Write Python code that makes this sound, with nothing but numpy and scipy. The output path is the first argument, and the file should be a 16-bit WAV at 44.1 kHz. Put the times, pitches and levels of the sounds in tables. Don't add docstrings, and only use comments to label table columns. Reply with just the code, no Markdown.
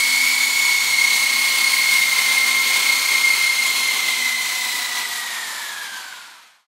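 import sys
import numpy as np
from scipy import signal
from scipy.fft import rfft, irfft, next_fast_len
from scipy.io import wavfile
from scipy.ndimage import uniform_filter1d, map_coordinates

SR = 44100
rng = np.random.default_rng(int(sys.argv[2]) if len(sys.argv) > 2 else 0)


def volts(x):
    e = np.asarray(x, float) / 20
    return 10 ** e


def to_wav(sig):
    pcm = np.clip(np.atleast_2d(sig), -1, 1) * 32767
    pcm = np.round(pcm).astype(np.int16)
    wavfile.write(sys.argv[1], SR, pcm.T)


N = 295029
TEETH = 8
HOVER_HZ = 2150

# t/s, tooth rate f/Hz, whine level over hiss/dB, second motor's offset f/Hz, its level over the first/dB
MOTOR_SPEEDS = [(0, 2188, 5.5, 96.9, -8), (.3, 2192, 2.5, 77.9, -6), (.72, 2193, 3.5, 72.1, -10.5),
                (.95, 2130, -0.5, 31.83, 4.5), (1.5, 2128, -3, 32.87, 3.5), (1.8, 2145, -0.5, 32.93, 0.5),
                (2.2, 2093, 2, 37.87, -6.5), (2.5, 2126, -2, 31.99, -2), (2.9, 2143, 2, 30.84, -4),
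                (3.25, 2123, 1, 33, -2), (3.8, 2103, -0.5, 45.1, -8), (4.2, 2011, -5, 60.1, 4.5),
                (4.6, 2000, -6, 55.8, 2), (5.2, 1916, -2.5, 35, -11.5), (5.5, 1768, -4.5, 68.8, -7),
                (5.95, 1563, 1.5, 54.3, -4), (6.3, 1358, -9, 40, -3), (6.69, 1150, -19, 38, -4)]


def unit(x):
    return x / np.sqrt(np.mean(x ** 2) + 1e-20)


def along(points, hz):
    f, v = np.transpose(points)
    return np.interp(np.log(hz + 1), np.log(f + 1), v)


def curves(rows):
    s, *cols = np.transpose(rows)
    return [np.interp(np.arange(N) / SR, s, c) for c in cols]


def wobble(rate):
    return map_coordinates(rng.standard_normal(1200), [np.arange(N) * rate / SR], order=2)


def angle(hz):
    return 2 * np.pi * np.cumsum(hz) / SR


def flares(rows):
    t = np.arange(N) / SR
    return sum(db * np.cos(np.pi / 2 * np.clip((t - s) / half, -1, 1)) ** 2 for s, half, db in rows)


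def of_order(rows, order):
    return [row[1:] for row in rows if round(row[0]) == round(order)]


def slowed():
    return np.clip(1 - curves(MOTOR_SPEEDS)[0] / HOVER_HZ, 0, 1)


def hall(x):
    # f/Hz, t60/s
    decay_times = [(200, 0.81), (2000, 2.8), (10000, 0.28)]
    hz, t, z = signal.stft(rng.standard_normal(SR), SR, nperseg=256)
    decay = volts(-60 * t / along(decay_times, hz)[:, None])
    tail = signal.istft(z * decay, SR, nperseg=256)[1]
    delayed = np.pad(x, (500, 0))
    return signal.fftconvolve(delayed, tail / np.linalg.norm(tail))[:N]


def bounce(x):
    # t/s, extra path/m
    extra_path = [
        (0, 0.26),
        (1, 0.34),
        (2, 0.3),
        (3, 0.31),
        (3.8, 0.34),
        (4.5, 0.3),
        (5.2, 0.217),
        (5.7, .17),
        (6.69, 0.1),
    ]
    late = np.arange(N) - curves(extra_path)[0] / 343 * SR
    return unit(x + 0.048 * map_coordinates(x, [late], mode="mirror"))


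def rush(response, patchy_db):
    z = signal.stft(rng.standard_normal(N), nperseg=512)[2]

    def field(bins, frames):
        across = uniform_filter1d(rng.standard_normal(z.shape), bins, 0)
        return unit(uniform_filter1d(across, frames, 1))

    gain = volts(patchy_db * field(8, 12) + 1.1 * field(3, 110))
    x = signal.istft(z * gain, nperseg=512)[1][:N]
    m = next_fast_len(N)
    spectrum = rfft(x, m) * response(np.fft.rfftfreq(m, 1 / SR))
    return unit(irfft(spectrum, m)[:N])


def blade_hiss(turn):
    # f/Hz, level per Hz/dB
    hiss_spectrum = [(880, -48.5), (1500, -42), (2000, -10), (2300, -7), (2700, -13.5), (3200, -9),
                     (3840, -10.5), (4370, -9.5), (4920, -13.5), (6560, -14.5), (8500, -15.5), (12100, -19),
                     (15100, -25.5), (16500, -15)]
    # t/s, share of its side seen (0-1)
    side_seen = [
        (0, 0.97),
        (.6, 0.46),
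        (1.9, 0.68),
        (3.1, 0.2),
        (4.7, 0.5),
        (5.3, 0.48),
        (6.69, .7),
    ]
    side_db, nose_db = 5, -0.5
    landed_s, dulls_db_per_s = 5.46, 5.5
    treble_db = nose_db + (side_db - nose_db) * curves(side_seen)[0]
    treble_db = treble_db - dulls_db_per_s * np.maximum(np.arange(N) / SR - landed_s, 0)

    def tip_share(hz):
        return 1 / (1 + (7000 / (hz + 1)) ** 4)

    tips = rush(lambda hz: volts(along(hiss_spectrum, hz)) * np.sqrt(tip_share(hz)), patchy_db=1.4)
    gears = rush(lambda hz: volts(along(hiss_spectrum, hz)) * np.sqrt(1 - tip_share(hz)), patchy_db=0.5)
    shaft = angle(curves(MOTOR_SPEEDS)[0] / TEETH + 30 * wobble(40))
    chop = 1 + 0.093 * np.sin(turn + 1.6 * wobble(9.3)) + 0.047 * np.sin(shaft)
    return unit(chop * (gears + volts(-3.0 + treble_db) * tips))


def downwash():
    # f/Hz, level per Hz/dB
    thrum_spectrum = [(18, -60.5), (30, -15), (123, -13.5), (242, -2), (302, -3.5), (431, -2), (616, -1),
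                      (800, -3.5), (1040, -29), (1760, -120)]
    return rush(lambda hz: volts(along(thrum_spectrum, hz)) * hz ** 4 / (hz ** 4 + 52 ** 4), patchy_db=0.06)


def shell_rattle():
    # f/Hz, bandwidth/Hz, level/dB
    shell_modes = [(746, 230, -7.5), (991, 167, 2), (1704, 700, -5)]

    def shell(f):
        total = 0
        for k, (centre, width, db) in enumerate(shell_modes):
            mode = 1j * f * width / (centre * centre - f * f + 1j * f * width)
            total = total + (-1) ** k * volts(db) * mode
        return total

    return rush(lambda hz: shell(hz) * hz ** 2 / (hz ** 2 + 600 ** 2), patchy_db=0.7)


def air(turn):
    # t/s, half length/s, lift/dB
    gusts = [(.5, .08, -1), (1.5, 0.073, 0.5), (1.95, 0.05, 1), (2.2, 0.05, 0.5), (3.78, 0.045, 2),
             (2.35, 0.062, 2.5), (2.56, 0.047, 0), (2.78, 0.11, 1.5), (.3, 0.047, -0.8), (1.7, 0.067, 0),
             (3.85, 0.058, 0.5), (4.1, 0.054, 1.5)]
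    thrum_db = -22.5 + 16.5 * slowed()
    rattle_db = -10.5 + 26 * slowed()
    flutter = flares(gusts) + 0.15 * wobble(6.1) + 0.48 * wobble(14) + 0.51 * wobble(25)
    hiss = bounce(blade_hiss(turn))
    thrum = volts(thrum_db - 2.5) * downwash()
    rattle = volts(rattle_db - 1.5) * shell_rattle()
    return volts(flutter - 0.22) * (hiss + thrum + rattle)


def strands():
    # start f/Hz, end f/Hz, start t/s, end t/s, level over hiss/dB
    faint_bands = [(7050, 6700, 0, 1.1, -12), (4730, 5800, -1, 1.3, -17), (2970, 2930, -0.5, 3.2, -20),
                   (7660, 8100, -0.5, 1.6, -16.5), (11900, 11800, 2, 4.4, -20.5),
                   (3130, 3070, 3.6, 4.6, -18), (2950, 3100, 3.3, 4.0, -21), (6360, 6450, 2.1, 4.4, -19),
                   (8680, 8500, 1, 3.8, -19), (8020, 7850, 4, 5.3, -17), (7400, 7300, 5.9, 6.3, -19),
                   (6000, 5900, 4.1, 4.8, -20), (995, 880, 4.4, 5.9, -22), (790, 680, 3.5, 5.75, -25),
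                   (1060, 1050, 1, 3.5, -19), (1340, 1335, 2, 4, -24), (1992, 1985, -.2, .5, -20),
                   (2570, 2560, 3.9, 4.9, -21), (7300, 7200, 5.1, 5.8, -15)]
    t, out = np.arange(N) / SR, 0
    for from_hz, to_hz, start, end, db in faint_bands:
        smear_hz = .008 * from_hz + 187.4 / (1 + (5400 / from_hz) ** 8)
        part = np.clip((t - start) / (end - start), 0, 1)
        pitch = from_hz + (to_hz - from_hz) * part + smear_hz * wobble(120)
        swell = np.sqrt(np.abs(np.sin(np.pi * part)))
        out = out + volts(db + 4.5 + 2.6 * wobble(30)) * swell * np.sin(angle(pitch))
    return out


def blades(turn):
    # multiple of rotor speed, level over hiss/dB
    rotor_orders = [(4, -42), (6, -40.5), (8, -31.5), (12, -34.5)]
    # multiple of rotor speed, t/s, half length/s, lift/dB
    rotor_swells = [(4, .2, .2, 9), (4, .95, .5, 12), (4, 2.0, .15, 8), (6, .1, .5, 8), (6, 1.2, .6, 9),
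                    (6, 2.2, .65, 13), (6, 3.7, .2, 5), (8, .3, .65, 12), (8, 1.0, .3, 6), (8, 1.38, .2, 9),
                    (8, 1.7, .18, 10), (8, 2.55, .3, 9), (8, 2.9, .12, 8), (8, 3.22, .15, 8),
                    (8, 3.8, .12, 9), (8, 4.25, .25, 12), (8, 4.65, .15, 8), (8, 5.0, .15, 9),
                    (12, .75, .2, 7), (12, 1.6, .3, 6), (12, 2.7, .2, 11), (12, 3.12, .2, 13),
                    (12, 3.72, .15, 11)]
    sag_db = 11 * slowed()
    out = 0
    for k, db in rotor_orders:
        level_db = db + flares(of_order(rotor_swells, k)) - sag_db
        out = out + volts(level_db - 3.0 + 1.2 * wobble(8.8)) * np.sin(round(k) * turn)
    return out


def clatter(shaft, top):
    knots = rng.standard_normal((60, 11))
    at = np.arange(N) * 9 / N
    out = 0
    for k in range(TEETH + 1, top):
        gain = np.interp(at, np.arange(10), volts(-25 - .15 * k + 4.5 * knots[k, :10]))
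        out = out + gain * np.sin(k * shaft + 6 * knots[k, 10])
    return volts(-4.5) * out


def motor(tooth_hz, turn, sway, jitter_hz):
    # multiple of shaft speed, level re whine/dB
    steady_orders = [(6, -28.5), (7, -23), (15, -18), (16, -10), (17, -18), (24, -18.5), (32, -21)]
    # multiple of shaft speed, level re whine/dB
    low_orders = [(3, -35), (4, -28), (5, -30)]
    # multiple of shaft speed, t/s, half length/s, lift/dB
    shaft_swells = [(4, 3.81, 0.46, 13.5), (4, 4.686, 0.84, 14.5), (4, 6.05, 0.33, 14), (5, 0.091, 0.26, 5),
                    (5, 5, 0.69, 12), (5, 5.05, .4, 6), (5, 6.0, 0.31, 15), (16, 3.78, 0.43, 4.5),
                    (16, 4.75, 0.28, 4.5), (16, 5.57, 0.22, -1)]
    shaft = angle(tooth_hz + jitter_hz * wobble(60)) / TEETH
    shaft = shaft + sway / TEETH * (np.sin(turn) + 0.69 * np.sin(2 * turn + 1.22))
    orders = [(TEETH, 0)]
    for k, db in low_orders:
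        third_db = 3.5 if round(k) == 3 else 0
        orders.append((round(k), db + flares(of_order(shaft_swells, k)) + third_db))
    for k, db in steady_orders:
        orders.append((k, db + flares(of_order(shaft_swells, k))))
    blur = .045 * wobble(150)
    load = volts(0.68 * wobble(12)) * (1 + 0.36 * np.sin(turn + 0.63))
    tones = 0
    for k, db in orders:
        phase = k * shaft + max(k - TEETH, 0) * blur + rng.uniform(0, 2 * np.pi)
        tones = tones + volts(db) * np.sin(phase)
    return load * tones + clatter(shaft, top=60)


def drive(turn):
    tooth_hz, whine_db, split_hz, second_db = curves(MOTOR_SPEEDS)
    first = motor(tooth_hz, turn, sway=0.59, jitter_hz=2.59)
    second = motor(tooth_hz + split_hz, 1.02 * turn, sway=0.53, jitter_hz=2.62)
    return volts(whine_db + 1.57) * (first + volts(second_db) * second)


def scene():
    # t/s, level/dB
    hiss_level = [
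        (0, -23),
        (.1, -22),
        (1.8, -20.5),
        (2.8, -20.5),
        (3.4, -21.5),
        (4.0, -22.5),
        (4.9, -25),
        (5.6, -29.5),
        (6.1, -31),
        (6.69, -34.5),
    ]
    gear_teeth = 68.3
    coast = .3
    tooth_hz = curves(MOTOR_SPEEDS)[0]
    turn = angle((tooth_hz + coast * HOVER_HZ * slowed()) / gear_teeth)
    tones = drive(turn) + strands()
    fade_s, steepness, silent_s = 1.08, 1.124, .02
    left_s = (N - np.arange(N)) / SR
    fade = np.clip((left_s - silent_s) / fade_s, 0, 1) ** steepness
    mix = volts(-2.5) * tones + volts(-9.5) * hall(tones) + blades(turn) + air(turn)
    mono = fade * volts(curves(hiss_level)[0]) * mix
    return np.array([mono, mono])


def roll_off(x):
    return signal.sosfilt(signal.butter(12, 16290, fs=SR, output="sos"), x)


def record(dry):
    # start t/s, top f/Hz
    band_steps = [(0, 15740), (5.02, 15070), (6.19, 14380), (6.5, 13700)]
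    hz, t, z = signal.stft(dry, SR, nperseg=1024)
    s, top_hz = np.transpose(band_steps)
    kept = hz[:, None] < top_hz[np.searchsorted(s, t, side="right") - 1]
    mix = signal.istft(z * kept, SR, nperseg=1024)[1][:, :N]
    return roll_off(mix)


dry = scene()
out = record(dry)
to_wav(out)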